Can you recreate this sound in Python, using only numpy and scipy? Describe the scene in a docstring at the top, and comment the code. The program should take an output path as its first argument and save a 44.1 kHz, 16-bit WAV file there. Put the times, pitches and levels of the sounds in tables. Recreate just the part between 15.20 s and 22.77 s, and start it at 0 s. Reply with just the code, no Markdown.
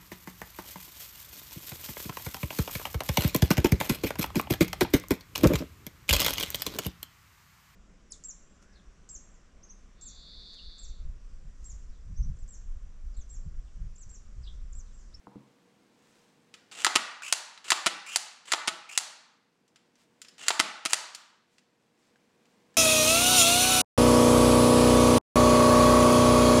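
"""Charging handle worked in a small room

A rifle's charging handle is worked four times over a towel-covered table between hard walls.
Filtered noise scrapes the bolt back; cracks and ringing steel make its stop, the carrier's knock and the slam;
the handle slides and snaps forward. After the last slam a softer clack follows, perhaps the handle's release.
Hands rub and small parts tick over quiet ventilation, which the recorder's gain control ducks after loud blows.
"""
import sys
import numpy as np
from scipy import signal
from scipy.fft import rfft, irfft
from scipy.io import wavfile
from scipy.ndimage import uniform_filter1d

SR = 44100
rng = np.random.default_rng(int(sys.argv[2]) if len(sys.argv) > 2 else 0)


def wav_record(signal):
    """Record a signal, one row per channel, as 16-bit PCM in the file named by sys.argv[1]."""
    frames = np.transpose(np.atleast_2d(signal))
    bounded = np.clip(frames, -1, 1)
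    # unit amplitude maps onto the largest positive 16-bit level
    quanta = np.round(bounded * 32767).astype(np.int16)
    wavfile.write(sys.argv[1], SR, quanta)


N = 333788
T = np.arange(N) / SR

# colour of a small steel tick: (frequency [Hz], level [dB])
TICK_COLOUR = [(100, -26.5), (900, -14.5), (1500, -2.5), (2000, -2), (3100, 2), (4000, -1), (5200, 0.5),
               (6500, -4.5), (7300, -1.5), (8300, -5.5), (11000, -18), (16000, -32)]
TICK_MS = 7.1  # decay time of a tick's crack


def pull_back(count=3):
    """The bolt breaks free, scrapes and rattles back ever harder, bounces on its stop; the heavy carrier knocks."""
    # the bolt is drawn back: (start [s], final scrape level [dB])
    pulls = [(1.514, -42), (2.443, -33.5), (3.255, -37.5), (5.1811, -42)]
    # it reaches the rear stop: (time [s], level [dB], brightness [dB per octave], bounce re the stop [dB])
    rear_stops = [(1.6466, -5, 0, -11), (2.504, -7.5, 1.5, -2.5), (3.3189, -12.5, -0.5, 2),
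                  (5.283, -5.5, 1, -13)]
    # the carrier bottoms out just after: (time [s], level [dB], brightness [dB per octave])
    carrier_knocks = [(1.6656, -7.5, 0), (2.5188, -4.5, 1), (3.335, -9, .5), (5.3047, -10.5, -1)]
    # colours of scrape, stop and knock: (frequency [Hz], level [dB])
    pull_colour = [(50, -30.5), (150, -17.5), (400, -5), (900, -2.5), (2800, 3), (5500, -6), (7700, 1.5),
                   (10000, -14.5), (15000, -32.5)]
    stop_colour = [(35, -64.5), (60, -36.5), (946, -12.5), (1310, 3), (1580, -1), (2050, 2), (2520, -5.5),
                   (3040, -5.5), (4640, -0.5), (5460, -8.5), (7400, 0), (8320, -8), (9790, -7.5),
                   (10800, -17.5), (16000, -35.5)]
    knock_colour = [(40, -29), (100, -29), (220, -21), (350, -10), (500, -12.5), (640, -8.5), (860, 0),
                    (1300, -2), (1750, -6.5), (3200, -3.5), (6400, -11), (8000, -16), (11800, -32),
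                    (16000, -49.5)]
    swell_db = 9  # the scrape grows by this much on the way back
    break_db, rattle_db, scatter_db = 3, -1, -0.5  # breaking free and rattle re the scrape; rattle scatter
    bounce_s = .0034  # from the stop to its bounce
    stop_ms, knock_ms = 2.6, 3.8  # decay times of the cracks

    scrapes, rattles, stops = [], [], []
    for (start, scrape_db), (stop, db, tilt_db, bounce_db) in zip(pulls, rear_stops):
        start_db = scrape_db - swell_db
        scrapes.append((start, stop, start_db, scrape_db))
        rattles.append((start, start_db + break_db, 0, TICK_MS))
        for travel, chance in zip(rng.uniform(0.24, 1.0, count), rng.standard_normal(count)):
            level_db = start_db + travel * swell_db + rattle_db + scatter_db * chance
            rattles.append((start + travel * (stop - start), level_db, 0, TICK_MS))
        stops.append((stop, db, tilt_db, stop_ms))
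        stops.append((stop + bounce_s, db + bounce_db, tilt_db, stop_ms))
    knocks = [(s, db, tilt_db, knock_ms) for s, db, tilt_db in carrier_knocks]
    return (blows(stops, stop_colour, body_db=-13.0, handle_db=-22, spread_db=1)
            + blows(knocks, knock_colour, body_db=-16, handle_db=-27, spread_db=-2)
            + blows(rattles, TICK_COLOUR, body_db=-7.5, handle_db=-18.5, spread_db=1.5)
            + slides(scrapes, pull_colour, from_hz=2700, to_hz=2910, width_hz=450, patchy_db=3.5, sing_db=-8))


def slam_home():
    """The bolt touches the breech, locks and rebounds; the softer clack is built of three contacts likewise."""
    # the bolt runs home; the last row is a softer clack before the handle slides:
    # (time [s], level [dB], brightness [dB per octave], first touch ahead by [s],
    # touch re the main contact [dB], rebound re the main contact [dB])
    slams = [(1.7589, -3, 0.57, 0.0042, -8.5, -14.5), (2.6663, -6.5, 0.54, 0.0051, -5, -6),
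             (3.479, -10.5, 0.99, .0045, -9, -4.5), (5.3995, -3.5, .5, .0045, -10, -17),
             (5.6586, -12, 2, 0.0064, -5, -14)]
    # colour of slams and clack: (frequency [Hz], level [dB])
    slam_colour = [(40, -22.5), (90, -21.5), (250, -6), (350, -10), (500, -14), (650, -9), (1040, -5),
                   (1340, 0.5), (1660, -7.5), (1930, 0), (2700, -1), (4500, -5), (9500, -12), (16000, -47)]
    touch_tilt_db = 1  # per octave: the first touch is brighter than the main contact
    rebound_s = .006  # from the main contact to its rebound
    touch_ms, slam_ms = 3.6, 2.6  # decay times of the cracks

    contacts = []
    for s, db, tilt_db, ahead, touch_db, rebound_db in slams:
        contacts.append((s - ahead, db + touch_db, tilt_db + touch_tilt_db, touch_ms))
        contacts.append((s, db, tilt_db, slam_ms))
        contacts.append((s + rebound_s, db + rebound_db, 0, touch_ms))
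    return blows(contacts, slam_colour, body_db=-11.5, handle_db=-27.5, spread_db=-2)


def handle_return():
    """The handle scrapes along its tube, squeals more the longer it slides, and snaps into its seat."""
    # the handle slides forward: (start [s], final scrape level [dB])
    returns = [(2.022, -41), (2.861, -41), (3.688, -43.5), (5.695, -34)]
    # it snaps into its front seat: (time [s], level [dB], brightness [dB per octave])
    seat_snaps = [(2.1252, -5.5, -0.5), (2.9596, -7, 0), (3.7761, -6.5, 0), (5.7325, -5, -1)]
    # the squeal's rough resonance: (start [Hz], end [Hz], width [Hz])
    squeal = (2350, 2880, 480)
    # colours of scrape and snap: (frequency [Hz], level [dB])
    return_colour = [(50, -38.5), (250, -19), (700, -9.5), (1350, -3), (2000, -3.5), (4000, -8), (5100, -1),
                     (6000, -5), (6850, 2), (7400, 3.5), (8500, -4.5), (11000, -14), (15000, -26)]
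    snap_colour = [(40, -33.5), (150, -29), (400, -22), (850, -8.5), (1200, -9), (2100, -5), (3600, -4),
                   (4500, 0), (5200, -4.5), (6000, -1), (8000, -1.5), (10000, -6), (11500, -16),
                   (16000, -35)]
    squeal_db, build_s = 2.5, .095  # full level re the scrape; slide time needed to reach it
    fade_db = 3.5  # the scrape fades as the handle runs forward
    snap_ms = 2.9  # decay time of the crack

    scrapes = np.zeros(N)
    for (start, scrape_db), (snap, _, _) in zip(returns, seat_snaps):
        sing_db = squeal_db + 20 * np.log10(min((snap - start) / build_s, 1))
        slide = [(start, snap, scrape_db + fade_db, scrape_db)]
        scrapes += slides(slide, return_colour, *squeal, patchy_db=3.5, sing_db=sing_db)
    snaps = [(s, db, tilt_db, snap_ms) for s, db, tilt_db in seat_snaps]
    return scrapes + blows(snaps, snap_colour, body_db=-16, handle_db=-19, spread_db=0)


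def blows(table, points, body_db, handle_db, spread_db):
    """Steel on steel: a crack, the receiver's short ring, the handle's faint long one.

    Takes (time [s], level [dB], brightness [dB per octave], decay [ms]); 0 dB is the energy of rms 1 over 5 ms.
    Returns the sound towards the microphone and the sound sent into the room."""
    # short resonances of the receiver: (frequency [Hz], level [dB], t60 [s])
    receiver = [(357, -5.5, 0.044), (640, -1, 0.046), (905, -1, 0.028), (1290, -5, 0.04), (1490, -8, 0.021),
                (1950, -6, 0.027), (3010, -6.5, 0.066), (4620, -12, 0.04), (7050, -5.5, 0.095)]
    # the thin steel handle rings on: (frequency [Hz], level [dB], t60 [s])
    handle_modes = [(1315, -9.5, .25), (2763, -4, 0.14), (4820, -6, .23), (6030, -5, 0.3),
                    (7050, -5.5, 0.38), (7200, -2.5, 0.29), (7461, -5, .35), (10000, -9, .28)]
    out = np.zeros((2, N))
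    t = T[:SR * 2 // 5]
    for s, db, tilt_db, decay_ms in table:
        gain = undb(db) * np.sqrt(SR / 200)
        body = undb(body_db) * ring(receiver, t)
        handle = undb(handle_db) * ring(handle_modes, t)
        direct = unit(colour(crack(t, decay_ms) + body, points, tilt_db)) + handle
        add(out[0], s, gain * direct)
        # summed over all directions the crack's peaks and dips even out into a plain pulse
        pulse = signal.unit_impulse(len(t)) + body / 2
        add(out[1], s, gain * undb(spread_db) * unit(colour(pulse, points, tilt_db)))
    return out


def crack(t, decay_ms):
    """Countless steel modes that die within milliseconds in the gripping hands."""
    fade = np.exp(-1000 * t / max(decay_ms, .3))
    spectrum = rfft(rng.standard_normal(len(t)) * fade)
    # a hard contact feeds all frequencies about evenly
    evened = spectrum / (abs(spectrum) + 1e-9) ** .7
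    return unit(irfft(evened, len(t)) * fade ** .1)


def ring(modes, t):
    """Decaying modes; each blow excites them with slightly different levels, pitches and phases."""
    total = np.zeros(len(t))
    chance = rng.standard_normal((len(modes), 3))
    for (hz, db, t60), (level, detune, phase) in zip(modes, chance):
        tone = np.sin(2 * np.pi * hz * (1 + 0.0025 * detune) * t + phase)
        total += undb(db + 2 * level) * unit(tone * np.exp(-np.log(1000) * t / t60))
    return unit(total)


def slides(table, points, from_hz, to_hz, width_hz, patchy_db, sing_db):
    """Steel scrapes along its tube in uneven slips; a rough resonance rises as the part travels.

    Takes (start [s], end [s], start level [dB], end level [dB])."""
    out = np.zeros(N)
    for start, end, start_db, end_db in table:
        n = max(int((end - start) * SR), SR // 100)
        travel = np.linspace(0, 1, n)
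        hz = from_hz + (to_hz - from_hz) * np.sin(np.pi / 2 * travel)
        # slow complex noise, shifted up to the moving pitch, is a narrow band of noise there
        noise = rng.standard_normal(n) + 1j * rng.standard_normal(n)
        wander = signal.lfilter(*signal.butter(2, width_hz / 2, fs=SR), noise)
        carrier = np.exp(2j * np.pi * np.cumsum(hz) / SR)
        sing = unit(np.real(wander * carrier)) * np.sqrt(n)
        scrape = friction(n, points, grain_db=2.5) + undb(sing_db) * sing
        pressure_db = start_db + (end_db - start_db) * travel + patchy_db * walk(n, rate=150)
        add(out, start, scrape * undb(pressure_db) * signal.windows.tukey(n, .12))
    return out


def friction(n, points, grain_db):
    """Dense microscopic slips of uneven size, as noise in 32-sample grains; rms 1."""
    grains_db = grain_db * np.minimum(rng.exponential(size=n // 32 + 1), 5)
    size = np.repeat(undb(grains_db), 32)[:n]
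    return unit(colour(rng.standard_normal(n) * size, points)) * np.sqrt(n)


def loose_parts():
    """Small parts tick against the gun and ring briefly at their own note."""
    # loose parts and catches: (time [s], level [dB], brightness [dB per octave], note [Hz], note re the tick [dB])
    part_ticks = [(1.340, -44.5, -1.5, 2480, -9.5), (2.021, -36, 0.5, 1510, 4.5),
                  (2.376, -39, -4, 3950, -6.5), (4.479, -61, 4, 6020, -11), (4.559, -48.5, -1.5, 3100, -18),
                  (4.755, -60, 0, 6000, -6.5), (5.017, -40, 3, 7200, -2.5), (5.048, -49, -1.5, 2560, -7),
                  (5.0845, -48.5, 1.5, 5160, 1), (5.948, -29, 3.5, 4430, -8), (6.382, -50.5, -1, 2680, -6),
                  (6.958, -66.5, -2, 1590, 6.5), (7.255, -65, -1, 2500, -10), (7.542, -63, 3, 1710, -5)]
    note_t60_s = 0.02
    note_spread_db = -5  # a small part sends less of its note into the room

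    notes = np.zeros(N)
    for s, db, _, hz, note_db in part_ticks:
        add(notes, s, undb(db + note_db) * swing(hz, note_t60_s))
    ticks = [(s, db, tilt_db, TICK_MS) for s, db, tilt_db, _, _ in part_ticks]
    rings = np.array([notes, undb(note_spread_db) * notes])
    return rings + blows(ticks, TICK_COLOUR, body_db=-10, handle_db=-18.5, spread_db=4)


def swing(hz, t60):
    """One damped resonance, softly started, with the energy of rms 1 over 5 ms."""
    t = T[:SR // 2]
    onset = 1 - np.exp(-(2 * hz * t) ** 2)
    decay = np.exp(-np.log(1000) * t / t60)
    return np.sqrt(SR / 200) * unit(np.sin(2 * np.pi * hz * t) * decay * onset)


def table_bumps():
    """Blows ring the table; a longer contact leaves out its higher resonances."""
    # the hand leaves the table with a light tap and a soft thump: (time [s], level [dB], contact [ms])
    table_blows = [(.070, -41, .3), (.156, -36.5, 2.06)]
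    # resonances of the table: (frequency [Hz], level [dB], t60 [s])
    table_modes = [(131.4, -6.5, 0.33), (205, 0, 0.12), (282, 0, 0.071), (485, -4, 0.066), (930, 2, 0.0074)]
    out = np.zeros(N)
    hz, mode_db, t60 = np.transpose(table_modes)
    for s, db, contact_ms in table_blows:
        shares = unit(undb(mode_db) / (1 + (hz * contact_ms / 1000) ** 4))
        add(out, s, undb(db) * sum(share * swing(f, t) for share, f, t in zip(shares, hz, t60)))
    return out


def hands():
    """Skin and cloth brush the gun as grainy noise; each change of grip swells and fades."""
    # skin and sleeves rub as the grip changes: (middle [s], length [s], level [dB])
    strokes = [(0.949, 0.5, -73.5), (4.815, 0.12, -67), (6.347, .18, -70), (6.85, 0.22, -75.5),
               (7.298, .2, -87)]
    # colour of the rub: (frequency [Hz], level [dB])
    rub_colour = [(300, -5.5), (1500, -1), (4000, -2), (8000, -4.5), (11000, -16), (16000, -22)]
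    grip_db = -77  # the steady rub of the holding hand
    pressure = undb(grip_db) * np.ones(N)
    for middle, length, db in strokes:
        add(pressure, middle - length / 2, undb(db) * np.hanning(int(length * SR)))
    return friction(N, rub_colour, grain_db=2) * pressure


def air():
    """A low rush of ventilation and microphone hiss, as filtered noise, with one wavering fan tone."""
    # colour of the rush: (frequency [Hz], level [dB])
    air_colour = [(15, -58), (25, -21.5), (33, -33), (117, -7), (223, 2), (439, -6.5), (476, -6),
                  (624, -9.5), (1100, -12), (1290, -17.5), (1560, -14.5), (1890, -17), (2050, -15.5),
                  (6920, -29), (16000, -40)]
    air_db = -66
    fan_hz, fan_db = 478, -7.5  # mean pitch; peak level re the rush's rms
    fan = np.sin(2 * np.pi * np.cumsum(fan_hz + 3.9 * walk(N, rate=5.9)) / SR)
    return (friction(N, air_colour, grain_db=-1.0) + undb(fan_db) * fan) * undb(air_db)


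def room(near, spread, count=7):
    """Echoes from table and near walls, and the tail, whose fine pattern changes as the gun moves."""
    # near surfaces: (delay [ms], level [dB])
    echoes = [(2.9, -17.5), (8.7, -14), (10.2, -14), (21.3, -26), (23, -30.5)]
    out = near.copy()
    # the tails take turns, crossfading ten times a second
    for k in range(count):
        distance = (T * 10 - k + 1) % count - 1
        share = np.cos(np.pi / 2 * np.minimum(distance, 1))
        out += signal.fftconvolve(spread * share, tail())[:N]
    for ms, db in echoes:
        add(out, ms / 1000, undb(db) * near)
    return out


def tail(build_s=.022):
    """A diffuse room response: noise that builds up, then fades at a rate set for each frequency."""
    # the tail's colour: (frequency [Hz], level [dB])
    room_colour = [(100, -14.5), (400, -8.5), (700, -5.5), (1300, -7), (2200, -11.5), (4500, -12.5),
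                   (7500, -14.5), (10000, -17), (15000, -12.5)]
    # its decay: (frequency [Hz], t60 [s])
    room_t60 = [(100, 0.35), (500, 0.6), (1200, 0.86), (2500, 0.71), (4500, 0.66), (8000, 0.47),
                (14000, 0.33)]
    hz, frame_s, cells = signal.stft(rng.standard_normal(SR), SR, nperseg=256)
    t60 = at(room_t60, hz)[:, None]
    decay = np.exp(-np.log(1000) * frame_s / t60)
    fading = signal.istft(cells * decay / np.sqrt(t60), SR)[1][:SR]
    build_up = 1 - np.exp(-(T[:SR] / build_s) ** 2)
    return colour(unit(fading * build_up), room_colour)


def walk(n, rate):
    """A random line with rate turning points a second."""
    knots = rng.standard_normal(N // 100)
    return np.interp(T[:n] * rate, np.arange(len(knots)), knots)


def colour(x, points, tilt_db=0, size=4096):
    """Minimum-phase filter through (Hz, dB) points, tilted about 3 kHz in dB per octave (level below 500 Hz)."""
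    hz = np.fft.rfftfreq(size, 1 / SR)
    db = at(points, hz) + tilt_db * np.log2(np.maximum(hz, 500) / 3000)
    # folding the cepstrum forward makes the filter causal
    cepstrum = irfft(np.log(undb(db)))
    cepstrum[1:size // 2] *= 2
    cepstrum[size // 2 + 1:] = 0
    response = irfft(np.exp(rfft(cepstrum)))
    return signal.fftconvolve(x, response)[:len(x)]


def at(points, hz):
    """Read a spectrum on a log-frequency axis."""
    f, v = np.transpose(points)
    return np.interp(np.log(hz + 1), np.log(f), v)


def undb(db):
    """Decibels to gain."""
    return 10 ** (np.asarray(db) / 20)


def unit(x):
    """Scale to energy 1."""
    return x / np.sqrt(np.sum(x ** 2))


def add(out, s, x):
    """Mix x in at time s."""
    i = max(int(s * SR), 0)
    out[i:i + len(x)] += x[:N - i]


def scene():
    """The action, the hands and the table in the room, over the ventilation."""
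    action = pull_back() + slam_home() + handle_return() + loose_parts()
    near, spread = action + table_bumps() + hands()
    return (room(near, spread) + air())[None]


def gain_control(x, size=220):
    """Turns down at once for a loud sound and creeps back up at a steady rate."""
    threshold_db, duck_db, recover_db_per_s = -27.5, 10, 6  # start, deepest reduction, recovery
    level_db = 10 * np.log10(np.maximum(uniform_filter1d(x ** 2, size), 1e-12))
    wanted_db = np.clip(level_db - threshold_db, 0, duck_db)
    recovery_db = recover_db_per_s * T
    # the deepest reduction so far holds, less what has recovered since
    held_db = np.maximum.accumulate(wanted_db + recovery_db, axis=-1) - recovery_db
    return x * undb(-uniform_filter1d(held_db, size // 2))


def record(dry):
    """The recorder rides its gain, rounds the highest peaks and cuts the top."""
    ceiling, top_hz = .9, 15800
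    rounded = ceiling * np.tanh(gain_control(dry) / ceiling)
    return signal.sosfilt(signal.ellip(8, .2, 70, top_hz, fs=SR, output="sos"), rounded)


dry = scene()
out = record(dry)
wav_record(out)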